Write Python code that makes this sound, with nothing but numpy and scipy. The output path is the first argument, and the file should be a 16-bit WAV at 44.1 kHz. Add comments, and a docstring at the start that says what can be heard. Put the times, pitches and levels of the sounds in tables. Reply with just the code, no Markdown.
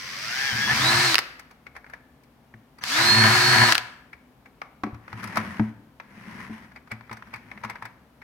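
"""A cordless drill whines close by as it bores two holes in a plastic bucket, in a workshop.
It starts slowly, then speeds up. Its gears rattle, its bit rasps and shakes the bucket's wall,
and its spindle lock (the catch that holds the chuck still) clacks at each stop.
Then a hand rubs and picks the burrs, the rough scraps of plastic, off the holes and bumps the bucket."""
import sys
import numpy as np
from scipy import signal
from scipy.fft import rfft, irfft, next_fast_len
from scipy.io import wavfile
from scipy.ndimage import map_coordinates

SR = 44100
rng = np.random.default_rng(int(sys.argv[2]) if len(sys.argv) > 2 else 0)


def output_pcm(signal):
    """Save a mono or channel-first signal as 16-bit PCM at the path in sys.argv[1].

    Samples are clipped to [-1, 1] before scaling.
    """
    pcm = np.clip(np.atleast_2d(signal).T, -1, 1) * 32767
    wavfile.write(sys.argv[1], SR, np.round(pcm).astype(np.int16))


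N = 362943


# One run of the drill for each hole: start_s, full_trigger_s, let_go_s, lock_s
DRILL_RUNS = [(-.05, .728, 1.057, 1.142), (2.812, 2.812, 3.662, 3.735)]
def drill(hush_db=2.0):
    """Motor and bit sound until the spindle locks; the gears rattle less while the bit grips."""
    speed, crawl = shaft_speed()
    hum, grabs, grip = chatter()
    running = sum(gate(start, lock, fade=.0076) for start, *_, lock in DRILL_RUNS)
    slack = amp(-hush_db * grip)
    return running * (motor(speed, crawl, slack) + bit(grabs) + hum + speed_controller(speed))


TOP_SHAFT_HZ, CRAWL_SHAFT_HZ = 362.3, 138  # full speed, and a typical speed at half trigger
SPIN_UP_S, COAST_HZ_PER_S = .079, 580
# The slow start of the first hole, with the trigger half pressed: time_s, shaft_hz
HALF_TRIGGER = [(0, 85.9), (.16, 92.8), (.3, 114.9), (.38, 131.2), (.47, 139.2), (.54, 127.5), (.6, 137.6),
                (.68, 140.6), (.73, 148.6)]
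def shaft_speed():
    """The trigger speeds the motor up; letting go slows it. Crawl is 1 at half trigger, 0 at full."""
    t, (half_hz,) = clock(), curves(HALF_TRIGGER)
    speed, crawl = np.ones(N), np.zeros(N)
    for (start, full, release, _), starts_slow in zip(DRILL_RUNS, (True, False)):
        lag = np.exp(-np.maximum(t - full, 0) / SPIN_UP_S)
        driven_hz = TOP_SHAFT_HZ * (1 - lag) + starts_slow * half_hz * lag
        hz = driven_hz - COAST_HZ_PER_S * np.maximum(t - release, 0)
        speed = np.where(t >= start, np.maximum(hz, 1), speed)
        crawl = np.where(t >= start, starts_slow * lag ** 2, crawl)
    return speed, crawl


# The motor's tones at full speed: cycles_per_turn, level_db
MOTOR_TONES = [(1, -8.5), (2, -23), (3, -22), (4, -15), (5, -13), (6, -9), (11, -11.5), (13, -26),
               (23, -21.5), (24, -17)]
# The tones of the small driving gear's teeth: cycles_per_turn, level_db
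TOOTH_TONES = [(12, 1.5), (24, -25)]
# How that tooth whine swells and fades, one list for each hole: time_s, level_db
TOOTH_SWELLS = [
    [(.77, -39.5), (.89, -23.5), (.96, -34), (1.03, -39.5), (1.07, -28.5), (1.13, -33.5)],
    [(2.91, -44), (2.95, -35), (3.02, -31), (3.1, -19), (3.22, -22.5), (3.37, -31.5), (3.46, -24.5),
     (3.675, -26), (3.72, -38)],
]
# The tones at low speed: cycles_per_turn, level_db
CRAWL_TONES = [(6, -10), (12, -0.5), (13, -6), (14, -16.5), (24, -5.5)]
# Gear noise at full speed: pitch_hz, level_db
FAST_GEAR_NOISE = [(150, -38), (250, -17.5), (348, -15), (476, -21), (761, -8), (860, -17), (988, -8.5),
                   (1060, -5), (1790, -4), (2090, 0), (3280, -7), (4490, 0.5), (6590, -10.5),
                   (15200, -24.5), (16000, -25.5)]
# Gear noise at low speed: pitch_hz, level_db
SLOW_GEAR_NOISE = [(150, -24), (400, -16.5), (600, -18.5), (1000, -12.5), (1400, -3), (2100, 3),
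                   (2700, -4.5), (3700, -6.5), (5000, -1), (6050, -7), (6600, -14), (9000, -20.5),
                   (14000, -23), (16000, -27.5)]
def motor(speed, crawl, slack, tone_db=1, teeth_db=5, backlash_rad=0.052):
    """The spinning shaft sings, gear teeth whine as they meet, and gear noise pulses with the turns."""
    tooth_swell_db, = curves(np.vstack(TOOTH_SWELLS))
    shaft = phase_of(speed * (1 + .0008 * wobble(50)))
    top_ratio, crawl_ratio = speed / TOP_SHAFT_HZ, speed / CRAWL_SHAFT_HZ
    fast_gain = np.sqrt(1 - crawl) * by_speed(top_ratio, db=-21.5, db_per_octave=9.9)
    slow_gain = crawl * by_speed(crawl_ratio, db=-27.5, db_per_octave=14)
    teeth = whine(shaft, TOOTH_TONES, flutter_db=0.9, lag_s=.00006)
    teeth *= (1 - crawl) * top_ratio * amp(tooth_swell_db + teeth_db)
    # at a crawl the loose teeth knock about, so the whine is rough
    knocking = whine(shaft + backlash_rad * wobble(90), CRAWL_TONES, flutter_db=3.0, lag_s=.000095)
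    knocking *= np.clip(2 * crawl - 1, 0, 1) ** 2 * by_speed(crawl_ratio, db=-30.5, db_per_octave=26)
    tones = whine(shaft, MOTOR_TONES, flutter_db=0.5, lag_s=.00008)
    tones *= fast_gain * top_ratio ** 2 * amp(tone_db)
    # one rattle for each turn of the shaft, and one for each turn of the slower gears that circle it
    rattle_db = 2 * np.cos(shaft) + 0.5 * np.cos(shaft / 3 + wobble(14)) + 0.34 * wobble(500)
    gear_noise = fast_gain * noise(FAST_GEAR_NOISE) + slow_gain * noise(SLOW_GEAR_NOISE)
    return slack * unit(amp(rattle_db)) * gear_noise + tones + teeth + knocking


# The gearbox rings most near one pitch: pitch_hz, boost_db
GEARBOX_RING = [(1300, -3.5), (1550, -1), (1770, 7), (1950, -1), (2400, -2), (3000, -1.5), (3400, 1),
                (4000, -2)]
def whine(shaft, tones, flutter_db, lag_s):
    """Tones swell as they pass the gearbox's own pitch; they reach the left side first."""
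    speed = np.abs(np.gradient(shaft)) * SR / (2 * np.pi)
    angles = np.array([np.interp(clock() + shift, clock(), shaft) for shift in (lag_s / 2, -lag_s / 2)])
    sound = np.zeros((2, N))
    for cycles, db in tones:
        level_db = db + along(GEARBOX_RING, round(cycles) * speed) + flutter_db * wobble(45)
        sound += amp(level_db) * np.sin(round(cycles) * angles + rng.uniform(0, 2 * np.pi))
    return sound


# How hard the bit cuts, one list for each hole: time_s, level_db
BITE = [
    [(0, -52), (.54, -36), (.64, -35.5), (.72, -24.5), (.77, -27.5), (.86, -21.5), (1.06, -24.5),
     (1.13, -30)],
    [(2.86, -42.5), (2.97, -20.5), (3.16, -21.5), (3.25, -16), (3.4, -22), (3.5, -20.5), (3.59, -15.5),
     (3.72, -21)],
]
# When the bit is wedged in the wall: catch_s, break_through_s
WEDGED = [(.52, 1.03), (3.0, 3.66)]
# The rasp of cut plastic: pitch_hz, level_db
RASP_NOISE = [(260, -57), (450, -22), (548, -28.5), (767, -2.5), (854, -12), (965, -1.5), (1180, -6),
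              (1700, 3), (1990, -3), (2250, -7.5), (2590, -12.5), (3200, -10), (4160, -54.5), (7040, -120)]
# The low shaking of the wall: pitch_hz, level_db
SHUDDER_NOISE = [(40, -35.5), (80, -20), (105, -12.5), (128, -4), (165, -21), (220, -11.5), (270, -19.5),
                 (450, -27), (800, -68.5)]
def bit(grabs, rasp_db=-3, wall_db=-6, shudder_db=-31, grab_db=4, free_db=-11):
    """The bit tears off chips in surges and rings the wall; it shakes the wall most while wedged."""
    bite_db, = curves(np.vstack(BITE))
    surge_db = 2 * wobble(220) + wobble(35) + grab_db * grabs
    chips = amp(bite_db) * unit(amp(surge_db))
    ringing = spread(wall(chips * rng.standard_normal((2, N))))
    wedged = sum(gate(catch, through, fade=0.045) for catch, through in WEDGED)
    shake_db = shudder_db + 0.4 * (bite_db - bite_db.max()) + free_db * (1 - wedged)
    shudder = amp(shake_db) * noise(SHUDDER_NOISE)
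    return amp(rasp_db) * chips * noise(RASP_NOISE) + amp(wall_db) * ringing + shudder


# The bit grabs and slips at the wall's own pitch: start_s, end_s, pitch_hz, level_db
CHATTER = [(0.794, 1.12, 128, -32.5), (3.14, 3.31, 111, -22.5), (3.428, 3.58, 127, -28),
           (3.554, 3.694, 116, -26.5)]
def chatter(octave_db=-2):
    """The bit sticks and slips. Gives the wall's hum, the rhythm of the grabs and the grip's firmness."""
    hum, grabs, grip = np.zeros((3, N))
    for start, stop, hz, db in CHATTER:
        angle = phase_of(hz * (1 + 0.014 * wobble(25)))
        swell = gate(start, stop, fade=.07)
        # the octave above sounds only when it lies near the bucket's third low note
        near = 1 / (1 + ((2 * hz - BUCKET_LOW_NOTES[2][0]) / 18) ** 2)
        hum += swell * amp(db) * (np.sin(angle) + amp(octave_db) * near * np.sin(2 * angle))
        grabs += swell * near * np.cos(angle)
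        grip += swell * near
    return hum, grabs, grip


# The higher notes at which the bucket rings: pitch_hz, width_hz, level_db
BUCKET_HIGH_NOTES = [(682, 22, -6.5), (790, 37, -3), (993.5, 55, 4), (1110, 19, -3), (1270, 58, 3),
                     (1647, 32, -3.5), (1666, 44, 5), (1900, 83, -10), (2210, 150, -7.5)]
def wall(x):
    """The bucket's wall rings at its own notes when x shakes it."""
    def response(f):
        rings = sum(amp(db) * 1j * f * width / (hz * hz - f * f + 1j * f * width)
                    for hz, width, db in BUCKET_HIGH_NOTES)
        return rings / np.sqrt(np.mean(np.abs(rings) ** 2))
    return filtered(x, response)


def speed_controller(speed, switch_hz=6020, level_db=-49, below_shaft_hz=175):
    """The power switches on and off very fast, so the motor's coils sing while it turns slowly."""
    slow = np.clip((below_shaft_hz - speed) / 30, 0, 1)
    return slow * amp(level_db) * np.sin(phase_of(switch_hz * (1 + 0.0056 * wobble(150))))


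# Each clack of the lock: time_s, level_db, treble_vs_level_db
CLACKS = [(1.144, -1.5, -15.5), (1.155, -1, -8.5), (1.182, -5.5, -21.5), (1.189, -3.5, -13.5),
          (2.838, -9.5, -25), (3.722, -12.5, -19.5), (3.723, -0.5, -20.5), (3.748, -10.5, -27.5),
          (3.753, -2, -22.5), (3.78, -5.5, -23)]
# The tone of the struck lock: pitch_hz, level_db
LOCK_BODY = [(150, -62), (250, -25.5), (890, -14), (1790, -1.5), (2440, -8), (2710, -5), (3460, -13),
             (4900, -7), (6820, -23.5), (10500, -24.5), (16000, -30)]
# The bright edge of a clack, also used for snapping burrs: pitch_hz, level_db
SNAP_BODY = [(1500, -37.5), (3000, -9), (4800, 6), (7000, -6.5), (11000, -6), (16000, -9.5)]
def spindle_lock(clack_db=-3, ring_db=-17, edge_db=-8):
    """The braked chuck bounces against its lock: hard cracks with a short rattle of the drill's case."""
    blows, edges = np.zeros((2, N)), np.zeros((2, N))
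    for s, db, treble_db in CLACKS:
        add(blows, s, amp(db + clack_db) * (burst(fade_s=.009) + amp(ring_db) * burst(fade_s=0.07)))
        add(edges, s, amp(db + treble_db + edge_db) * burst(fade_s=0.0032))
    return spread(struck(blows, LOCK_BODY) + struck(edges, SNAP_BODY))


KNOCK_FADE_S, TEAR_FADE_S = 0.029, 0.065  # a dull knock is short, a tearing burr takes longer
KNOCK_TREBLE_DB, TEAR_TREBLE_DB = -34, -22.5  # their treble compared with their level
# Snaps and taps on the plastic: time_s, level_db, treble_db, pitch_hz
TAPS = [(1.394, -33.5, -42.5, 2050), (1.51, -39, -53.5, 1029), (1.666, -29.5, -59.5, 2190),
        (1.764, -30, -52, 1760), (1.843, -37.5, -70.5, 1670), (1.898, -37.5, -57.5, 1610),
        (1.935, -26.5, -55, 1680), (2.235, -52.5, -60, 2260), (2.539, -38, -78.5, 1690),
        (2.785, -38.5, -53, 1290), (4.13, -30, -61.5, 2250), (4.458, -38, -63.5, 2220),
        (4.616, -19.5, -57, 1185), (4.835, -15.5, -54.5, 1190), (4.864, -36, -66.5, 1200),
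        (4.944, -37, -61, 1210), (5.079, -30.5, -69.5, 1370), (5.128, -25, -55.5, 1340),
        (5.23, -27, -44.5, 1460), (5.24, -24.5, -39, 1010), (5.274, -31.5, -44.5, 1270),
        (5.357, -21, -39, 1170), (5.371, -9.5, -31.5, 1020), (5.595, -20, -65, 1680),
        (5.999, -23.5, -68.5, 1000), (6.76, -32, -58, 2070), (6.915, -22, -42, 2210),
        (7.008, -34, -75.5, 1000), (7.095, -32, -68.5, 1330), (7.112, -24.5, -55, 980),
        (7.128, -27.5, -45, 1350), (7.169, -34.5, -51.5, 1640), (7.223, -30, -74.5, 1350),
        (7.338, -23.5, -46, 2320), (7.359, -33, -51, 1760), (7.514, -28, -59.5, 2170),
        (7.575, -31.5, -71, 2000), (7.636, -21, -50, 1000), (7.647, -20, -46.5, 1000),
        (7.698, -22, -42, 2110), (7.755, -29.5, -56.5, 1710), (7.823, -25, -53, 1010),
        (7.853, -26.5, -46, 1780), (8.217, -34.5, -63.5, 2300)]
# The tone of tapped plastic: pitch_hz, level_db
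PLASTIC_BODY = [(180, -35), (300, -13.5), (527, -13.5), (882, -6), (987, -8), (1220, -6.5), (1690, -6),
                (1850, -6.5), (2260, -5), (3010, -21.5), (4850, -24.5), (6000, -26.5), (7800, -63),
                (13200, -120)]
def taps(tap_db=-1, wall_db=-13, hollow_db=-25, scuff_db=-14, spot_gain=1.6, rise_s=0.00061):
    """Burrs give way and snap, nails tap: each spot has its own pitch, and the hollow bucket answers."""
    blows, spots, snaps = np.zeros((3, 2, N))
    onset = 1 - np.exp(-np.arange(8192) / SR / rise_s)
    for s, db, treble_db, hz in list(TAPS) + ticks():
        tearing = np.clip((treble_db - db - KNOCK_TREBLE_DB) / (TEAR_TREBLE_DB - KNOCK_TREBLE_DB), 0, 1)
        fade_s = KNOCK_FADE_S + tearing * (TEAR_FADE_S - KNOCK_FADE_S)
        strength = amp(db + tap_db) * np.sqrt(KNOCK_FADE_S / fade_s) / (1 + spot_gain / 2)
        contact = strength * onset * burst(fade_s)
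        hollow = np.sqrt(fade_s / TEAR_FADE_S) * amp(db + hollow_db) * burst(fade_s=0.31)
        add(blows, s, contact + hollow)
        add(spots, s, spot_gain * ring_at(contact, hz, sharpness=4))
        # a short scuff swells into each tear; knocks start from nothing
        scuff = burst(fade_s=0.037)[:, ::-1]
        add(blows, s - scuff.shape[1] / SR, tearing * amp(db + tap_db + scuff_db) * scuff)
        # each tiny burr pings at its own two high pitches
        snap = amp(treble_db) * onset * burst(fade_s=0.041)
        pings = sum(ring_at(snap, ping_hz, sharpness=60) for ping_hz in rng.uniform(4260, 11350, 2))
        add(snaps, s, 1.2 * snap + 3 * pings)
    return spread(struck(blows + spots, PLASTIC_BODY) + amp(wall_db) * wall(blows)
                  + struck(snaps, SNAP_BODY))


# Bumps on the bucket: time_s, level_db, favoured_pitch_hz, rise_s
BUMPS = [(.525, -28, 110.9, .0065), (2.54, -38.5, 145, .005), (4.835, -17, 358, 0.0015),
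         (4.869, -27.5, 317, 0.0036), (4.929, -28, 83.5, 0.0029), (5.134, -31, 118, .004),
         (5.24, -34, 159, .0055), (5.374, -25, 216.7, 0.0044), (5.595, -10, 190, .0058),
         (6.496, -29, 218, 0.0035), (6.918, -29.5, 144, 0.0038), (7.11, -33, 149, 0.0032),
         (7.34, -40.5, 126, .004), (7.642, -31.5, 160, 0.0049), (7.825, -40, 120, 0.0071)]
# The low notes at which the bucket rings: pitch_hz, level_db, fade_s
BUCKET_LOW_NOTES = [(82.6, -5, 0.15), (113, 1.5, 0.22), (217.4, 2, .19), (285, 0.5, 0.088)]
# Many close notes of the wall blur into a thud: pitch_hz, level_db
THUD_BODY = [(40, -27), (90, -21), (200, 0), (360, 4), (520, -13), (750, -5.5), (1200, -24), (3000, -55.5)]
def bumps(thud_db=-8, drop_db_per_octave=13):
    """Soft blows thud and ring the bucket's low notes, most of all those near the favoured pitch."""
    rings, thuds, t = np.zeros(N), np.zeros((2, N)), np.arange(SR // 2) / SR
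    hz, note_db, fade_s = np.transpose(BUCKET_LOW_NOTES)[..., None]
    for s, db, favoured_hz, rise_s in BUMPS:
        levels = db + note_db - drop_db_per_octave * np.abs(np.log2(hz / favoured_hz))
        ring = np.sum(amp(levels - 60 * t / fade_s) * np.sin(2 * np.pi * hz * t), axis=0)
        add(rings, s, ring * (1 - np.exp(-t / rise_s)))
        add(thuds, s, amp(levels[-1] + thud_db) * burst(fade_s=0.11))
    return rings + spread(struck(thuds, THUD_BODY))


# Strokes of the fingers over the wall: start_s, stop_s, middle_level_db
STROKES = [(5.053, 5.732, -39.5), (6.057, 6.73, -43.5), (6.927, 7.997, -55.5)]
# The scrape of skin on plastic: pitch_hz, level_db
SCRAPE_NOISE = [(210, -31), (350, -10), (438, -16.5), (730, -15.5), (1010, -6), (1160, -11.5), (1910, -5),
                (3670, -26), (5750, -27), (7310, -37.5), (10400, -33), (16000, -47.5)]
# The low drone of the rubbed wall: pitch_hz, level_db
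DRONE_NOISE = [(50, -33), (110, -6), (160, -14.5), (200, -2), (222, -3), (260, -15.5), (400, -26),
               (800, -54.5)]
def rubbing(swell_db=14.5, grain_db=2, catch_db=1.7, sway_db=2):
    """Skin drags and catches on a hole's rough rim: a grainy scrape and a drone swell and fade."""
    pressure = np.zeros(N)
    for start, stop, db in STROKES:
        off_middle = 2 * (clock() - start) / (stop - start) - 1
        pressure += gate(start, stop, fade=0.15) * amp(db - swell_db * off_middle ** 2)
    grains = unit(amp(grain_db * wobble(400) + catch_db * wobble(44)))
    scrape = grains * noise(SCRAPE_NOISE)
    drone = amp(sway_db * wobble(17)) * noise(DRONE_NOISE)
    return pressure * (scrape + drone)


# When the hand shifts its grip: start_s, stop_s
FIDGETS = [(1.35, 1.95), (6.65, 7.9)]
def ticks(per_s=5, level_db=-39.5, treble_db=-66, scatter_db=0.5):
    """The moving hand ticks faintly against the wall at random. 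Gives extra rows for the taps."""
    rows = []
    for start, stop in FIDGETS:
        for when, strength, spot in rng.random((round((stop - start) * per_s), 3)):
            db = scatter_db * (2 * strength - 1)
            rows.append((start + when * (stop - start), level_db + db, treble_db + db, 1000 + 1300 * spot))
    return rows


# How long the room's echo lasts: pitch_hz, fade_s
ECHO_FADES = [(100, 0.8), (400, .55), (1800, 0.72), (4500, 0.49), (12000, 0.58)]
def workshop_echo(x):
    """The bare room throws the sound back as a fading tail, strongest at middle pitches."""
    hz, t, hiss = signal.stft(rng.standard_normal((2, SR)), SR, nperseg=256)
    tail = signal.istft(hiss * amp(-60 * t / along(ECHO_FADES, hz)[:, None]), SR, nperseg=256)[1]
    delayed_tail = np.pad(tail, ((0, 0), (300, 0))) / np.linalg.norm(tail[0])
    echo = signal.fftconvolve(x, delayed_tail, axes=1)[:, :N]
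    colour = [(150, -3.0), (600, 5), (1800, -0.5), (4300, -1), (10000, -6)]  # pitch_hz, boost_db
    return filtered(spread(echo), lambda hz: amp(along(colour, hz)))


# The room's background noise: pitch_hz, level_db
ROOM_NOISE = [(15, -47), (25, -29), (44, -9.5), (68, -3), (87, -16), (123, -5.5), (206, -9.5), (249, -2),
              (309, -14), (887, -17.5), (2840, -29), (4610, -34.5), (7510, -41), (14400, -37), (16000, -42)]
def room_hum(level_db=-56.5):
    """A quiet, steady, low noise fills the room."""
    return amp(level_db) * noise(ROOM_NOISE)


# How alike left and right are (1 is the same, 0 is unrelated): pitch_hz, likeness
STEREO_LIKENESS = [(200, 0.98), (600, 0.76), (1000, 0.64), (1600, 0.12), (2500, 0.39), (4300, -0.17),
                   (6500, 0.29), (14000, 0.078)]
def spread(pair):
    """Two unrelated signals become left and right: alike in the bass, apart in the treble."""
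    turn = lambda hz: np.arccos(np.clip(along(STEREO_LIKENESS, hz), -1, 1)) / 2
    mid, side = filtered(pair, lambda hz: np.array([np.cos(turn(hz)), np.sin(turn(hz))]))
    return np.array([mid + side, mid - side])


def amp(db):
    """Turn decibels into a number to multiply by."""
    return 10 ** (np.asarray(db) / 20)


def by_speed(ratio, db, db_per_octave):
    """Gain of a sound that grows by db_per_octave each time the speed doubles."""
    return amp(db + db_per_octave * np.log2(ratio))


def unit(x):
    """Scale to an average strength (rms) of 1."""
    return x / np.sqrt(np.mean(x ** 2) + 1e-20)


def clock():
    """The time of every sample, in seconds."""
    return np.arange(N) / SR


def along(points, hz):
    """Read between the rows of a (pitch_hz, value) table."""
    pitches, values = np.transpose(points)
    return np.interp(np.log(hz + 1), np.log(pitches + 1), values)


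def curves(rows):
    """Join timed rows with straight lines: one curve for each column after the time."""
    times, *columns = np.transpose(rows)
    return [np.interp(clock(), times, column) for column in columns]


def gate(start, stop, fade):
    """1 between two times and 0 outside, with sloping edges."""
    return np.clip(np.minimum(clock() - start, stop - clock()) / fade + .5, 0, 1)


def wobble(rate):
    """A smooth curve through rate random values a second."""
    return map_coordinates(rng.standard_normal(int(N * rate / SR) + 4), [clock() * rate])


def filtered(x, response):
    """Turn each pitch in x up or down by response(hz)."""
    size = next_fast_len(N + SR // 2)
    return irfft(rfft(x, size) * response(np.fft.rfftfreq(size, 1 / SR)), size)[..., :N]


def ring_at(x, hz, sharpness):
    """Keep the part of x near one pitch."""
    return signal.lfilter(*signal.iirpeak(hz, sharpness, SR), x)


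def struck(x, spectrum, size=2048):
    """The blows in x ring an object whose tone is given by spectrum."""
    level_db = np.maximum(along(spectrum, np.fft.rfftfreq(size, 1 / SR)), -70)
    # folding the cepstrum makes the ring come after the blow, never before
    cepstrum = irfft(np.log(amp(level_db)))
    cepstrum[1:size // 2] *= 2
    cepstrum[size // 2 + 1:] = 0
    body = irfft(np.exp(rfft(cepstrum)))
    return signal.fftconvolve(x, body[None] / np.linalg.norm(body), axes=1)[:, :N]


def noise(spectrum):
    """Steady stereo noise of strength 1, with the given tone."""
    return unit(spread(filtered(rng.standard_normal((2, N)), lambda hz: amp(along(spectrum, hz)))))


def phase_of(hz):
    """The angle reached by something turning hz times a second."""
    return 2 * np.pi * np.cumsum(hz) / SR


def burst(fade_s, size=8192):
    """One contact: a pair of noises that drop by 60 dB in fade_s."""
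    fall = amp(-60 * np.arange(size) / SR / fade_s)
    return unit(rng.standard_normal((2, size)) * fall) * np.sqrt(np.mean(fall ** 2))


def add(track, s, sound):
    """Mix a sound in at s seconds."""
    part = track[..., max(round(s * SR), 0):][..., :sound.shape[-1]]
    part += sound[..., :part.shape[-1]]


def scene(echo_db=-14):
    """Drill and bucket at arm's length, with the room's echo and quiet hum."""
    near = drill() + spindle_lock() + taps() + bumps() + rubbing()
    return near + amp(echo_db) * workshop_echo(near) + room_hum()


# How the microphone's two openings differ: pitch_hz, left_minus_right_db
MIC_BALANCE = [(300, 2.5), (1000, 1.5), (1700, 3.5), (2200, 2.5), (2700, 12), (3600, -0.5), (4400, -10),
               (5100, -4.5), (5800, 2.5), (7000, 10.5), (8700, 11), (10500, 6.5), (15000, 3.5)]
def record(dry, ceiling=.95, top_hz=16000):
    """Each microphone opening colours the sound; loud peaks round off and the top treble is cut."""
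    tilt = lambda hz: amp(along(MIC_BALANCE, hz) * np.array([[.5], [-.5]]))
    coloured = filtered(dry, lambda hz: tilt(hz) / np.sqrt(np.mean(tilt(hz) ** 2, axis=0)))
    rounded = coloured / (1 + np.abs(coloured / ceiling) ** 6) ** (1 / 6)
    return filtered(rounded, lambda hz: hz < top_hz)


dry = scene()
out = record(dry)
output_pcm(out)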